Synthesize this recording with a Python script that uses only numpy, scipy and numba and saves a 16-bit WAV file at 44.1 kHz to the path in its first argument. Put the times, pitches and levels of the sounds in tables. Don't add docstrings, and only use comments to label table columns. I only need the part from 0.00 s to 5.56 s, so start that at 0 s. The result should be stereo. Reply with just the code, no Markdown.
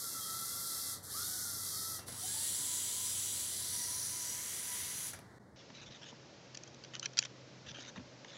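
import sys
import numpy as np
from scipy import signal
from scipy.fft import rfft, irfft
from scipy.io import wavfile
from scipy.ndimage import uniform_filter1d, map_coordinates
from numba import njit

SR = 44100
rng = np.random.default_rng(int(sys.argv[2]) if len(sys.argv) > 2 else 0)


def materialize(psi):
    bounded = np.clip(np.atleast_2d(psi).T, -1, 1)
    quanta = np.round(bounded * 32767).astype(np.int16)
    wavfile.write(sys.argv[1], SR, quanta)


N = 245195
T = np.arange(N) / SR
REVERSE_S = 2.06

# start_s, peak_db, thump_db, push_s, loose_rattle_db
SLACK_KNOCKS = [(1.991, -34, -77, 0.0076, -69), (2.081, -35, -48.5, 0.016, -47),
                (2.124, -48, -46.5, 0.0044, -53), (5.133, -37, -58, 0.017, -40),
                (5.189, -43, -52, 0.0073, -52)]


def undb(db):
    return 10 ** (np.asarray(db) / 20)


def level(x, db):
    return x * undb(db) / np.sqrt(np.mean(x ** 2))


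def on_log_hz(hz, table):
    pitch_hz, level_db = np.transpose(table)
    return np.interp(np.log(hz), np.log(pitch_hz), level_db)


def columns(rows):
    time_s, *values = np.transpose(rows)
    return [np.interp(T, time_s, v) for v in values]


def walk(rate):
    k = int(SR / rate)
    steps = np.repeat(rng.standard_normal(N // k + 1), k)
    return 1.4 * uniform_filter1d(uniform_filter1d(steps, k), k)[:N]


def sides(pan_db):
    return undb(np.array([pan_db, -np.asarray(pan_db)]).reshape(2, -1) / 2)


@njit
def bandpass(x, hz, width_hz):
    y, band, low = np.empty(len(x)), 0., 0.
    g, k = np.tan(np.pi * hz / SR), width_hz / hz
    for i in range(len(x)):
        v = (band + g * (x[i] - low)) / (1 + g * (g + k))
        band, low, y[i] = 2 * v - band, low + 2 * g * v, k * v
    return y


def room_tone(port_hz=515, duller_s=5.396, mains_hz=120, drone_hz=94):
    # pitch_hz, relative_db
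    hiss_spectrum = [(25, -33), (60, -9), (136, -3.5), (220, -5.5), (390, -8), (620, -10.5), (1240, -13),
                     (1950, -13.5), (2600, -37.5), (4000, -25), (8000, -31), (15500, -46.5)]
    # time_s, level_db
    drone_levels = [(0, -77), (.8, -71), (.92, -62), (1.55, -59.5), (1.9, -63), (2.1, -59), (2.4, -63.5),
                    (3.4, -61), (3.95, -61.5), (4.7, -73), (4.83, -58.5), (5.03, -91), (5.15, -59),
                    (5.3, -78)]
    mid, side = rfft(rng.standard_normal((2, N)))
    hz = np.maximum(np.arange(len(mid)) * SR / N, 1)
    apart = 1 / (1 + (port_hz / hz) ** 2.7)
    ports = (mid + apart * side * np.array([[1], [-1]])) / np.sqrt(1 + apart ** 2)
    hiss = level(irfft(undb(on_log_hz(hz, hiss_spectrum)) * ports, N), -56.5)
    dull = signal.sosfilt(signal.butter(1, 500, fs=SR, output="sos"), hiss)
    hiss = np.where(T < duller_s, hiss, dull + undb(-6) * (hiss - dull))
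    hum = undb(-65.5 + 2 * walk(10)) * np.sin(2 * np.pi * mains_hz * T)
    rumble = level(bandpass(rng.standard_normal(N), 79., 35.), -7.5)
    drone_gain = undb(columns(drone_levels)[0] + .5 * walk(9.9))
    return hiss + hum + drone_gain * (np.sqrt(2) * np.sin(2 * np.pi * drone_hz * T) + rumble)


def drive(creep_hz=60., teeth_per_wheel_turn=490, catch_up_s=.32, brake_s=.19, strain_s=.13):
    # start_s, stop_s, cruise_hz (tooth rate), spin_s, catch_up_hz (extra speed),
    # hardest_s (peak load), first_sag_share, second_sag_share, even_db (repeating part of the strikes),
    # loaded_db (its rise under load), rattle_db, whine_db, swell_db (whine under load),
    # surge_db (rattle at spin-up), strain_db (whine at spin-up)
    runs = [(-1, .94, 679, .07, 0, .29, .022, .068, -16, 10, -39.5, -53, 1.2, 0, 0),
            (1.04, 1.965, 662, .11, 320, 1.8, .01, .055, -17, 12, -40.5, -55, 1.5, 2, 5),
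            (2.075, 5.088, 1008, .12, 0, 3.8, .04, .045, -18, 2, -36, -61, .5, 0, 11)]
    motors_hz = np.full((2, N), creep_hz)
    detune = np.array([[1], [1.004]])
    rattle_gain, whine_gain, alike_db = np.zeros((3, N))
    for (start_s, stop_s, cruise_hz, spin_s, catch_up_hz, hardest_s, first_sag, second_sag,
         even_db, loaded_db, rattle_db, whine_db, swell_db, surge_db, strain_db) in runs:
        age, braked_s = np.maximum(T - start_s, 0), np.maximum(T - stop_s, 0)
        catching_up = 1 + catch_up_hz / cruise_hz * np.exp(-(age / catch_up_s) ** 2)
        rising = catching_up * (1 - np.exp(-age / spin_s))
        wheel_turns = (T - hardest_s) * cruise_hz / teeth_per_wheel_turn
        load = np.cos(np.pi * wheel_turns) ** 2
        uneven = 1 - np.array([first_sag * load ** 2, second_sag * load ** 4])
        easing_s = np.maximum(T - stop_s + .03, 0)
        slowing = np.clip(1 - (easing_s / brake_s) ** 2, 0, 1)
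        motors_hz = np.maximum(motors_hz, cruise_hz * rising * slowing * uneven * detune)

        strain = age / strain_s * np.exp(1 - age / strain_s)
        run_alike_db = even_db + loaded_db * load ** 5 * (age > strain_s) + 7.5 * strain
        alike_db = np.where(T > start_s, run_alike_db, alike_db)

        octaves = np.log2(rising + 1e-9)
        surge_age = age / (1.27 * spin_s)
        surge = surge_age ** 2 * np.exp(1 - surge_age ** 2)
        stirring = np.interp(T, (start_s - .016, start_s), (0, 1))
        speed_db = np.maximum(7.5 * octaves, -8)
        rattle_gain += stirring * undb(rattle_db + speed_db + surge_db * surge - 278 * braked_s)
        swell = np.cos(2 * np.pi * (wheel_turns + .06))
        whine_gain += undb(whine_db + 9 * octaves + strain_db * strain + swell_db * swell - 400 * braked_s)
    return motors_hz, rattle_gain, whine_gain, alike_db


def tooth_strikes(tooth_hz, alike_db, burst_share=.2, scatter_db=1.8, rub=.45):
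    # multiple, relative_db
    overtones = [(3, -3), (4, -2), (5, 0), (6, -4), (7, -1), (8, 2), (9, 0), (10, -6)]
    teeth = np.cumsum(tooth_hz) / SR
    size = undb(scatter_db * rng.standard_normal(int(teeth[-1]) + 1))[teeth.astype(int)]
    scrape = level(rng.standard_normal(N) * (size * np.exp(-(teeth % 1) / burst_share) + rub), 0)
    phase = 2 * np.pi * teeth + .09 * walk(150)
    alike = sum(undb(db + 3.2 * walk(14)) * np.cos(k * phase + 2 * np.pi * rng.random())
                for k, db in overtones)
    return scrape + undb(alike_db) * level(alike, 0)


def facing(forwards, backwards, far):
    gone = np.interp(T, (3.16, 5.03), (0, 1))
    return np.where(T < REVERSE_S, forwards, (1 - gone) * backwards + gone * far)


def casing_rattle(first_hz, second_hz, alike_db, panel_db, back_db):
    # pitch_hz, forwards_db, backwards_db, far_db, pan_db
    colour = [(594, -35, -43, -20, 2), (900, -34, -37, -16, -17), (1240, -6, -11.5, -9.5, -2.5),
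              (2130, -7, -5.5, 1, 1.5), (2600, -64, -12, -6.5, 10), (3207, -2.5, -3, 2, 6.5),
              (4300, 3.5, -7, 0.5, -3), (4920, 3, -7, -6, 0.5), (6240, 5.5, -7, 5, -1.5),
              (7540, 6.5, 4.5, 2, 9.5), (9830, 5, 0.5, -2.5, -13.5), (11500, 6, -0.5, 2, 0.5),
              (13170, 7, -4.5, 0.5, 0), (17000, -17, -7.5, -14, 15)]
    # pitch_hz, width_hz, forwards_db, backwards_db, far_db, pan_db
    casing_modes = [(4400, 990, -59, -22, -20.5, 3), (4940, 550, -63, -24.5, -15, 4.5),
                    (6530, 210, -44, -17, -18, 7), (10180, 850, -26, -18.5, -10.5, -3.5)]
    # time_s, lower_db, upper_db
    glints = [(0, -35, -23), (2.1, -31, -15.5), (2.4, -30, -17), (2.8, -36, -17.5), (3.2, -24, -17.5),
              (3.5, -24, -15.5), (3.75, -7.5, -24), (4.05, -5.5, -12), (4.35, -19, -30), (4.6, -5, -22),
              (4.85, -13, -12), (5.1, -12, -10)]
    motors = np.array([tooth_strikes(second_hz, alike_db), tooth_strikes(first_hz, -13.5)])
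    farther_motor = signal.sosfilt(signal.butter(2, 9500, fs=SR, output="sos"), motors[::-1])
    strikes = motors + undb(-4.5) * farther_motor
    bins_hz = np.maximum(np.arange(N // 2 + 1) * SR / N, 1)
    *colours_db, pan_db = (on_log_hz(bins_hz, np.array(colour)[:, [0, k]]) for k in range(1, 5))
    broad = facing(*(irfft(rfft(strikes) * undb(db) * sides(pan_db), N) for db in colours_db))
    out = undb(.64 * walk(14) + .32 * walk(6.94)) * broad / strikes.std()

    def ring(hz, width_hz):
        return level(np.array([bandpass(x, float(hz), float(width_hz)) for x in strikes]), 0)

    out += undb(panel_db) * sides(8) * ring(7500, 900)
    out += undb(back_db + 1.6 * walk(16)) * sides(2) * ring(5854, 250)
    for hz, glint_db in zip((9620, 10470), columns(glints)):
        out += undb(glint_db + .91 * walk(13)) * sides(2.5) * ring(hz, 300)
    for hz, width_hz, *faces_db, pan_db in casing_modes:
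        rocking_db = 2 * walk(5) + 1.5 * walk(14)
        out += undb(facing(*faces_db) + rocking_db) * sides(pan_db) * ring(hz, max(width_hz, 280))
    return level(out, 0)


def shielding_db(hz):
    return (T < REVERSE_S) * np.interp(hz, (980, 1110), (-22, 0))


def mesh_whine(tooth_hz):
    # pitch_hz, gain_db
    response = [(500, -34), (690, -26), (735, 2), (765, 2), (805, -20), (845, -14), (885, 3), (925, -12),
                (965, -6), (1020, -5), (1100, -7), (1200, 3), (1260, 0), (1350, 1), (1600, -6), (1800, 0),
                (2000, -6), (2200, -13), (2700, -14), (3400, -8), (4100, -13)]
    wavering_hz = tooth_hz * (1 + .0075 * walk(60) + .005 * walk(14))
    phase = 2 * np.pi * np.cumsum(wavering_hz) / SR + .2 * walk(300)
    out = np.zeros(N)
    for k in range(1, 7):
        gain_db = on_log_hz(k * tooth_hz, response) + shielding_db(k * tooth_hz) + 3.2 * walk(22)
        out += undb(gain_db) * np.sin(k * phase + 2 * np.pi * rng.random())
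    return out


def axle_whine(tooth_hz, ratio=1.714):
    hz = ratio * tooth_hz
    phase = 2 * np.pi * np.cumsum(hz * (1 + .008 * walk(40))) / SR
    return (T < REVERSE_S) * undb(-11.5 + 3 * walk(15) + shielding_db(hz)) * np.sin(phase)


def gear_knocks():
    # pitch_hz, relative_db
    frame_modes = [(640, 11), (1150, -20), (1500, 8), (2200, 1), (4200, 0), (8000, -13.5)]
    out = np.zeros(N)
    for start_s, peak_db, thump_db, push_s, _ in SLACK_KNOCKS:
        age = np.maximum(T - start_s, 0) / push_s
        blow = rng.standard_normal(N) * np.sqrt(age) * np.exp(-2 * age)
        clunk = sum(undb(db) * bandpass(blow, float(hz), hz / 2.1) for hz, db in frame_modes)
        thump = bandpass(bandpass(blow, 170., 160.), 172., 90.)
        out += undb(peak_db) * clunk / np.abs(clunk).max() + undb(thump_db) * thump / np.abs(thump).max()
    return out


def decay(start_s, decay_s):
    return (T > start_s) * np.exp(-np.maximum(T - start_s, 0) / decay_s)


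def loose_gear_gain():
    return sum(undb(db) * decay(start_s, .0063) for start_s, *_, db in SLACK_KNOCKS)


def reversal_ticks():
    # start_s, level_db
    contacts = [(2.0695, -44), (2.0799, -37), (2.085, -32), (2.127, -39)]
    envelope = sum(undb(db) * decay(start_s, .0012) for start_s, db in contacts)
    return envelope * bandpass(rng.standard_normal(N), 6500., 12000.)


def holding_whistle(start_s=5.18, end_s=5.385, pitch_hz=1960):
    return (T > start_s) * (T < end_s) * undb(-69 + 4.2 * walk(24)) * np.sin(2 * np.pi * pitch_hz * T)


@njit
def wall_echo(x, lags, gain, damp):
    line, soft, out = np.zeros((8, 4096)), np.zeros(8), np.zeros((2, len(x)))
    for i in range(len(x)):
        total = 0.
        for k in range(8):
            soft[k] += (1 - damp) * (gain[k] * line[k, (i - lags[k]) & 4095] - soft[k])
            total += soft[k]
            out[k % 2, i] += soft[k]
        for k in range(8):
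            line[k, i & 4095] = x[i] + soft[k] - total / 4
    return out


def scene(t60_s=.3):
    # time_s, distance_gain_db, side_panel_db,
    # back_plate_db, whine_db, pan_db, left_lead_s
    path = [(0, -0.5, -30, -42, 0.5, -1.5, 0.0002), (.55, 0, -32, -47, 2, -2, 0.0002),
            (.9, 0, -33, -17, -1, -1.5, 0.00022), (1.3, -0.5, -27, -36, -0.5, -2.5, 0.00019),
            (2.0, 1, -59, -17, 1, -2.5, 0.0002), (2.5, 3.5, -20, -10.5, -0.5, -4, 0.00025),
            (2.8, 3, -13, -12.5, 5.5, -3, 0.00027), (3.25, 3, -23, -12.5, 2, -3.5, 0.00028),
            (3.6, 0, -20, -9, 1.5, -3.5, 0.00023), (3.8, -0.5, -19.5, -6, 5, -4.5, 0.0002),
            (4.25, -1.5, -38, -8.5, 5, -3.5, 0.00015), (4.6, -1.5, -14, -6, 1, -3.5, 0.0001),
            (4.85, -2, -23, -11.5, 4, -4.5, 0.000096), (5.1, -3.5, -22, -11, -1, -4, 0.00011)]
    distance_db, panel_db, back_db, whine_db, pan_db, lead_s = columns(path)
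    (first_hz, second_hz), rattle_gain, whine_gain, alike_db = drive()
    whistle = holding_whistle()
    whine = sides(-2.5) * mesh_whine(first_hz) + sides(-.76) * undb(-8) * mesh_whine(second_hz)
    whine += sides(-4) * axle_whine(first_hz)
    rattle = casing_rattle(first_hz, second_hz, alike_db, panel_db, back_db)
    rattle *= (rattle_gain + loose_gear_gain()) * undb(distance_db) * sides(pan_db)
    robot = rattle + whine_gain * undb(whine_db) * whine + whistle + gear_knocks() + reversal_ticks()
    late_right = map_coordinates(robot[1], [np.arange(N) - SR * lead_s], order=3)
    direct = np.array([robot[0], late_right])
    lags = rng.integers(400, 1800, 8)
    echo = wall_echo(robot.mean(axis=0), lags, undb(-60 * lags / SR / t60_s), damp=.4)
    return direct + undb(-8) * echo + room_tone()


def record(dry, low_hz=44.2, top_hz=15750):
    dip_db = uniform_filter1d(-15. * ((T > 5.386) & (T < 5.396)), size=220)
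    heard = signal.sosfilt(signal.butter(2, low_hz, "high", fs=SR, output="sos"), dry)
    return signal.sosfilt(signal.ellip(10, .2, 80, top_hz, fs=SR, output="sos"), undb(dip_db) * heard)


dry = scene()
out = record(dry)
materialize(out)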